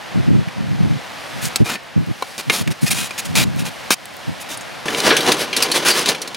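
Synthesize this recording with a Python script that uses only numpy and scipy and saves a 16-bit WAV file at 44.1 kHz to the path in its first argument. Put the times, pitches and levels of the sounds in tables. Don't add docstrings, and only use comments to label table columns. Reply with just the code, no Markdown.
import sys
import numpy as np
from scipy import signal
from scipy.fft import rfft, irfft, next_fast_len
from scipy.io import wavfile
from scipy.ndimage import uniform_filter1d

SR = 44100
rng = np.random.default_rng(int(sys.argv[2]) if len(sys.argv) > 2 else 0)


def inscribe(sig):
    pcm = np.round(np.clip(np.atleast_2d(sig).T, -1, 1) * 32767)
    wavfile.write(sys.argv[1], SR, pcm.astype(np.int16))


N = 280520
TIME = np.arange(N) / SR

# t/s, level/dB, treble gain/dB
RUSH_LEVELS = [(0.02, -33, -5), (0.2, -31, -8.5), (0.75, -33.5, -6.5), (1.45, -30, -1), (1.95, -35, -7.5),
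               (2.3, -36, 4.5), (2.72, -36, -2), (3.25, -32.5, 1.5), (3.5, -35, -2), (3.85, -32, -1.5),
               (4.8, -32, -4), (6.32, -36, -15)]
# f/Hz, level/dB
RUSH_SPECTRUM = [(25, -48), (60, -19), (130, -8.5), (250, -10), (400, -13), (530, -6), (760, -4),
                 (1100, -7.5), (1900, -7), (3200, -10.5), (5000, -14.5), (7900, -22), (10000, -22),
                 (16000, -34)]
# f/Hz, side minus mid/dB
RUSH_WIDTH = [(60, 6), (200, 4.5), (400, 4), (700, -5), (1300, -5.5), (2400, -9), (8000, -15),
              (15000, -3.5)]
# t/s (a gust starts half a length before it and peaks half a length after it),
# length/s, level/dB
GUSTS = [(0.151, .072, -11.5), (0.285, .12, -6.5), (0.468, 0.02431, -18), (0.59, 0.19, -17),
         (0.799, 0.077, -10), (0.885, .085, -14), (1.345, .055, -26.5), (1.435, 0.046, -19.5),
         (1.606, .03, -2), (1.964, .02, -6), (1.983, 0.056, -14.5), (2.079, 0.034, -14.5),
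         (2.477, 0.032, -18.5), (2.603, .035, -17), (2.673, 0.041, -13), (2.829, .025, -8),
         (2.87, .17, -22.5), (3.296, .15, -15), (3.45, 0.052, -13.5), (3.52, 0.16, -19), (4.277, .048, -17)]
# f/Hz, level/dB
GUST_SPECTRUM = [(30, -37), (60, -16.5), (110, -3), (170, -1.5), (240, -8), (350, -19), (600, -35),
                 (1200, -58), (4000, -80)]
# t/s, t60/s, level/dB, favoured ring f/Hz
KNOCKS = [(.485, 0.028, -31.5, 2200), (1.454, 0.036, -22.5, 4800), (1.559, 0.036, -13, 4500),
          (1.755, 0.046, -22, 2430), (2.224, 0.032, -16.5, 1020), (2.38, 0.03434, -26, 4300),
          (2.498, .051, -10.5, 2420), (2.675, 0.039, -23.5, 2160), (3.108, 0.038, -25, 2392),
          (3.907, 0.019, 0, 1530), (4.056, 0.01296, -25.5, 12300), (4.573, 0.037, -29.5, 9100),
          (4.61, 0.046, -35, 7000)]
# f/Hz, level/dB
PANEL_SPECTRUM = [(80, -18), (200, 2), (400, -3.5), (1000, -2.5), (2500, -0.5), (4500, -2), (6500, -3.5),
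                  (8000, -7), (9700, -5), (12000, -10.5), (16000, -14.5)]
# f/Hz, width/Hz, peak/dB
PANEL_MODES = [(735, 25, 4.5), (1570, 96, -1), (2450, 230, 4.5), (2800, 83.3, 2), (3770, 180, 4.5),
               (5428, 100, 0.5), (6980, 60.9, 6)]
# f/Hz, body/dB, edge/dB
PANEL_PATCHES = [(900, 12, -6), (2470, 5.5, -4.5), (4600, 2.5, 8.5), (12000, 4, 4)]
# t/s, length/s, level/dB, brightness/dB
SCRAPES = [(1.412, 0.07737, -27.5, 7), (1.642, 0.061, -22, -6), (1.684, .075, -19, -7.5),
           (2.378, .038, -29.5, -2), (2.51, 0.12, -20.5, -2), (2.702, 0.02951, -33.5, -5.5),
           (2.81, 0.056, -32, 7), (2.858, 0.04, -24, 2), (2.902, 0.035, -20, 4.5), (2.925, 0.16, -22.5, 0),
           (3.177, 0.03, -26.5, 4), (3.246, 0.025883, -35.5, 4), (3.35, .095, -15, -1),
           (3.57, 0.062, -33, -1), (3.642, 0.055, -29.5, -2.5), (3.904, 0.041, -7.5, 3.5),
           (4.4, .034, -37, 9), (4.485, 0.071, -29.5, -0.5)]
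# level/dB, share of the length before the peak
SCRAPE_RISE = [(-23.5, 0.44), (-16.5, 0.034)]
# t/s, level/dB
FOIL_EFFORT = [(4.86, -20.5), (4.93, -22.5), (5.09, -19), (5.16, -22), (5.27, -19), (5.54, -30),
               (5.605, -18.5), (5.7, -24.5), (5.8, -22), (5.94, -22.5), (6.04, -22.5), (6.125, -21),
               (6.19, -32), (6.35, -34)]
# f/Hz, level/dB
FOIL_SPECTRUM = [(30, -26), (70, -27), (160, -6.5), (280, -3), (400, -1), (700, -5), (1200, -6.5),
                 (2400, -5.5), (4500, -8), (6200, -11.5), (7700, -17.5), (9600, -14.5), (12000, -23),
                 (16000, -27)]
# f/Hz, width/Hz, peak/dB
FOIL_MODES = [(365, 15, 4.5), (493, 49, 3.5), (580, 17.32, 3.5), (773, 19, 5), (998, 90, 5),
              (1164, 23.75, 4.5), (1435, 22, 3.5), (1720, 23.7, 3.5), (2330, 19.48, 4.5), (2873.5, 19, 5),
              (3380, 220, 0.5), (3902.5, 40, 3), (5800, 64, 2.5), (8250, 60, -3.5)]
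# t/s, t60/s, level/dB, favoured ring f/Hz
SNAPS = [(4.883, 0.041, -18, 1860), (4.947, 0.0266, -18, 2570), (5.003, 0.023, -16.5, 4380),
         (5.104, 0.25, -13, 1580), (5.1665, 0.085, -14, 3380), (5.206, .083, -20.5, 3600),
         (5.318, 0.074, -13, 3680), (5.529, 0.11, -20.5, 2510), (5.565, 0.0953, -16, 4300),
         (5.6235, 0.088, -12.5, 4600), (5.7155, 0.084, -16, 4400), (5.903, 0.11, -15.5, 4470),
         (6.059, 0.063, -17.5, 3800), (6.089, 0.027, -12, 4400), (6.148, .048, -25, 2865),
         (6.217, .072, -24.5, 4462), (6.276, 0.062, -28.5, 3920), (6.346, .034, -25, 3500)]
# f/Hz, body/dB, edge/dB
FOIL_PATCHES = [(1500, 0.5, -20), (2640, -14, -4.5), (4180, -11.5, 9)]
# t/s, length/s, level/dB, brightness/dB
CRUMPLES = [(4.96, 0.051, -26.5, 3), (5.03, .078, -15, -3), (5.255, .07, -16, -6), (5.372, 0.081, -24, 1.5),
            (5.735, .052, -18.5, 1), (5.846, .074, -14.5, 5), (5.925, .11, -20, 4.5), (6.07, 0.042, -22, 5)]


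def undb(db):
    return 10 ** (np.asarray(db) / 20)


def unit(x):
    return x / np.sqrt(np.mean(x ** 2) + 1e-18)


def add(track, start_s, sound):
    start = int(start_s * SR)
    track[start:start + len(sound)] += sound[:N - start]


def colour(x, points, modes=()):
    size = next_fast_len(len(x) // 2 + 4096) * 2
    hz = np.maximum(np.arange(size // 2 + 1) * SR / size, 1)
    corners, gains = np.transpose(points)
    db = np.interp(np.log(hz), np.log(corners), gains)
    for centre, width, peak in modes:
        db = db + peak / (1 + (2 * (hz - centre) / width) ** 2)
    cepstrum = irfft(db * np.log(10) / 20)
    cepstrum[1:size // 2] *= 2
    cepstrum[size // 2 + 1:] = 0
    return irfft(rfft(x, size) * np.exp(rfft(cepstrum)))[:len(x)]


def grains(samples, per_s, spread_db):
    chance, size, sign = rng.random((3, samples))
    strength = undb(-spread_db * np.log(np.maximum(size, np.exp(-4))))
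    return (chance < per_s / SR) * strength * np.sign(sign - .5)


def rush():
    times, level_db, treble_db = np.transpose(RUSH_LEVELS)
    noises = (rng.standard_normal(N) + 0.61 * unit(grains(N, per_s=1500, spread_db=-2))
              for _ in range(2))
    mid, side = (colour(noise, RUSH_SPECTRUM) for noise in noises)
    stereo = (mid + colour(side, RUSH_WIDTH) * np.array([[1], [-1]])) / mid.std()
    treble = signal.sosfiltfilt(signal.butter(1, 5000, "high", fs=SR, output="sos"), stereo)
    stereo = stereo + treble * (undb(np.interp(TIME, times, treble_db)) - 1)
    return stereo * undb(np.interp(TIME, times, level_db) - 0.76)


def flutter(per_s, depth_db):
    hold = int(SR / per_s)
    steps = rng.standard_normal(N)[np.arange(N) // hold]
    return undb(depth_db * uniform_filter1d(steps, hold))


def wind(steepness=8.3):
    out = np.zeros(N)
    clumps = flutter(per_s=70, depth_db=3)
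    for mark_s, length, db in GUSTS:
        span = np.linspace(-1, 1, int(2 * length * SR))
        force = clumps[int(mark_s * SR):][:len(span)] / np.sqrt(1 + np.abs(2.2 * span) ** steepness)
        eddies = unit(grains(len(span), per_s=900, spread_db=3.5))
        eddies += 0.23 * rng.standard_normal(len(span))
        puff = colour(np.pad(force * eddies, (0, SR // 20)), GUST_SPECTRUM)
        puff = colour(puff, [(200, 0), (500, 0.28 * (db + 24))])
        puff *= np.sqrt(length * SR) / np.linalg.norm(puff)
        add(out, mark_s - length / 2 - .003, undb(db) * puff)
    return out


def tail(t60):
    t = np.arange(int(max(t60, .004) * SR * 1.5)) / SR
    return rng.standard_normal(len(t)) * np.exp(-np.log(1000) * t / t60)


def ring(clicks, t60, ring_db):
    response = tail(t60)
    response = response * undb(ring_db) / np.linalg.norm(response)
    response[0] += 1
    return signal.oaconvolve(clicks, response)[:len(clicks)]


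def bent(modes, peak_db):
    centres_hz = 1200 * 10 ** rng.random(8)
    return list(modes) + [(hz, .025 * hz, peak_db) for hz in centres_hz]


def blows(table, spectrum, modes, patches, crack, peak_db, width_share):
    out = np.zeros(N)
    patch_hz, *tones = np.transpose(patches)
    for start_s, t60, db, hz in table:
        sound = np.pad(tail(t60), (0, SR // 20))
        sound[0] += crack
        sound = colour(sound, spectrum, bent(modes, peak_db=7.5))
        body_db, edge_db = (np.interp(np.log(hz), np.log(patch_hz), column) for column in tones)
        body = [(150, body_db - 4), (400, body_db + 3.5), (900, body_db)]
        edge = [(2300, 0), (3400, 0), (7500, edge_db)]
        sound = colour(sound, body + edge, [(hz, width_share * hz, peak_db)])
        add(out, start_s, undb(db) * sound * np.sqrt(t60 * SR / 3) / np.linalg.norm(sound))
    return out


def stroke(length_s, rise_share, end_db):
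    progress = np.linspace(0, 1, int(length_s * SR))
    force = undb(np.interp(progress, [0, rise_share, 1], [end_db, 0, end_db]))
    return force * signal.windows.tukey(len(force), .15)


def pushes(table, spectrum, modes, rise, edge_db, per_s, spread_db, end_db, t60, ring_db, facets=8):
    out = np.zeros(N)
    for start_s, length, db, bright_db in table:
        force = stroke(length, rise(db), end_db)
        slips = (force * grains(len(force), per_s / facets, spread_db) for _ in range(facets))
        sound = sum(ring(np.pad(facet, (0, SR // 20)), t60, ring_db) for facet in slips)
        sound = colour(sound, spectrum, bent(modes, peak_db=4.5))
        tone = [(900, -bright_db), (2300, 0), (3900, 0.01), (8500, edge_db + 0.49 * bright_db)]
        sound = colour(sound, tone)
        add(out, start_s, undb(db) * unit(sound) * np.sqrt(len(sound) / len(force)))
    return out


def windshield():
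    scrapes = pushes(SCRAPES, PANEL_SPECTRUM, PANEL_MODES,
                     rise=lambda db: np.interp(db, *np.transpose(SCRAPE_RISE)),
                     edge_db=1, per_s=7000, spread_db=3.5, end_db=-9.5, t60=0.018, ring_db=1.5)
    knocks = blows(KNOCKS, PANEL_SPECTRUM, PANEL_MODES, PANEL_PATCHES,
                   crack=3.585, peak_db=10, width_share=0.36)
    return undb(-5) * scrapes + undb(-1) * knocks


def ice_ticks():
    handled = np.interp(TIME, [1.2, 2.6, 4.5, 4.85], [0, 1, 1, 0])
    clicks = ring(grains(N, per_s=14, spread_db=4), t60=.007, ring_db=2)
    return undb(-30) * handled * colour(clicks, [(2000, -22), (6000, -6), (10000, -1), (16000, 0)])


def foil_rustle(start_s=4.856, held_s=5.38, settle_s=.12, usual_effort_db=-22.5):
    effort_db = np.interp(TIME, *np.transpose(FOIL_EFFORT))
    held = np.clip((TIME - held_s) / settle_s + .5, 0, 1)
    body_db = 5.5 - 4 * held - 0.21 * (effort_db - usual_effort_db)
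    edge_db = -4 * held + 0.15 * (effort_db - usual_effort_db)
    facets = (ring(grains(N, per_s=80, spread_db=3), t60=0.061, ring_db=8.5) for _ in range(10))
    sheet = unit(colour(sum(facets), FOIL_SPECTRUM, FOIL_MODES))
    body, below_edge = (signal.sosfiltfilt(signal.butter(2, hz, fs=SR, output="sos"), sheet)
                        for hz in (1200, 5500))
    bands = [(body, undb(body_db)), (below_edge - body, 1), (sheet - below_edge, undb(edge_db))]
    rustle = sum(band * gain for band, gain in bands)
    power = sum(band.var() * gain ** 2 for band, gain in bands)
    return rustle / np.sqrt(power) * undb(effort_db - 2) * (TIME > start_s)


def foil():
    rustle = foil_rustle()
    crumples = pushes(CRUMPLES, FOIL_SPECTRUM, FOIL_MODES, rise=lambda db: .48,
                      edge_db=1.5, per_s=2400, spread_db=3, end_db=-10.5, t60=0.059, ring_db=5)
    snaps = blows(SNAPS, FOIL_SPECTRUM, FOIL_MODES, FOIL_PATCHES,
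                  crack=1.9, peak_db=7.5, width_share=0.31)
    return rustle + undb(-3.5) * crumples + undb(-1.5) * snaps


def close_ahead(x, pan_db, side_db):
    echoes = tail(t60=0.032)
    side = signal.fftconvolve(x, echoes / np.linalg.norm(echoes))[:N]
    side = colour(side, [(110, 3), (380, -1), (1300, -1), (3000, 0), (8000, -10), (14000, 7.5)])
    direct = x * undb(np.array([[pan_db], [-pan_db]]) / 2)
    return direct + undb(side_db) * side * np.array([[1], [-1]])


def scene():
    buffets = undb(-2) * wind() * np.array([[1], [-1]]) + undb(-16.5) * wind()
    gear = close_ahead(windshield() + ice_ticks(), pan_db=0.5, side_db=-13)
    gear += close_ahead(foil(), pan_db=0.4, side_db=-13.5)
    return gear + rush() + buffets


def gain_control(x, limit_db=-5.5, detect_s=0.0026, recover_s=0.2):
    power = uniform_filter1d(np.mean(x ** 2, axis=0), int(detect_s * SR))
    excess_db = np.maximum(10 * np.log10(np.abs(power) + 1e-12) - limit_db, 1e-9)
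    decay = TIME / recover_s
    cut_db = np.exp(np.maximum.accumulate(np.log(excess_db) + decay) - decay)
    return x * undb(-cut_db)


def record(dry):
    top_cut = signal.ellip(10, .1, 70, 15900, fs=SR, output="sos")
    return signal.sosfilt(top_cut, np.clip(gain_control(dry), -1, 1))


dry = scene()
out = record(dry)
inscribe(out)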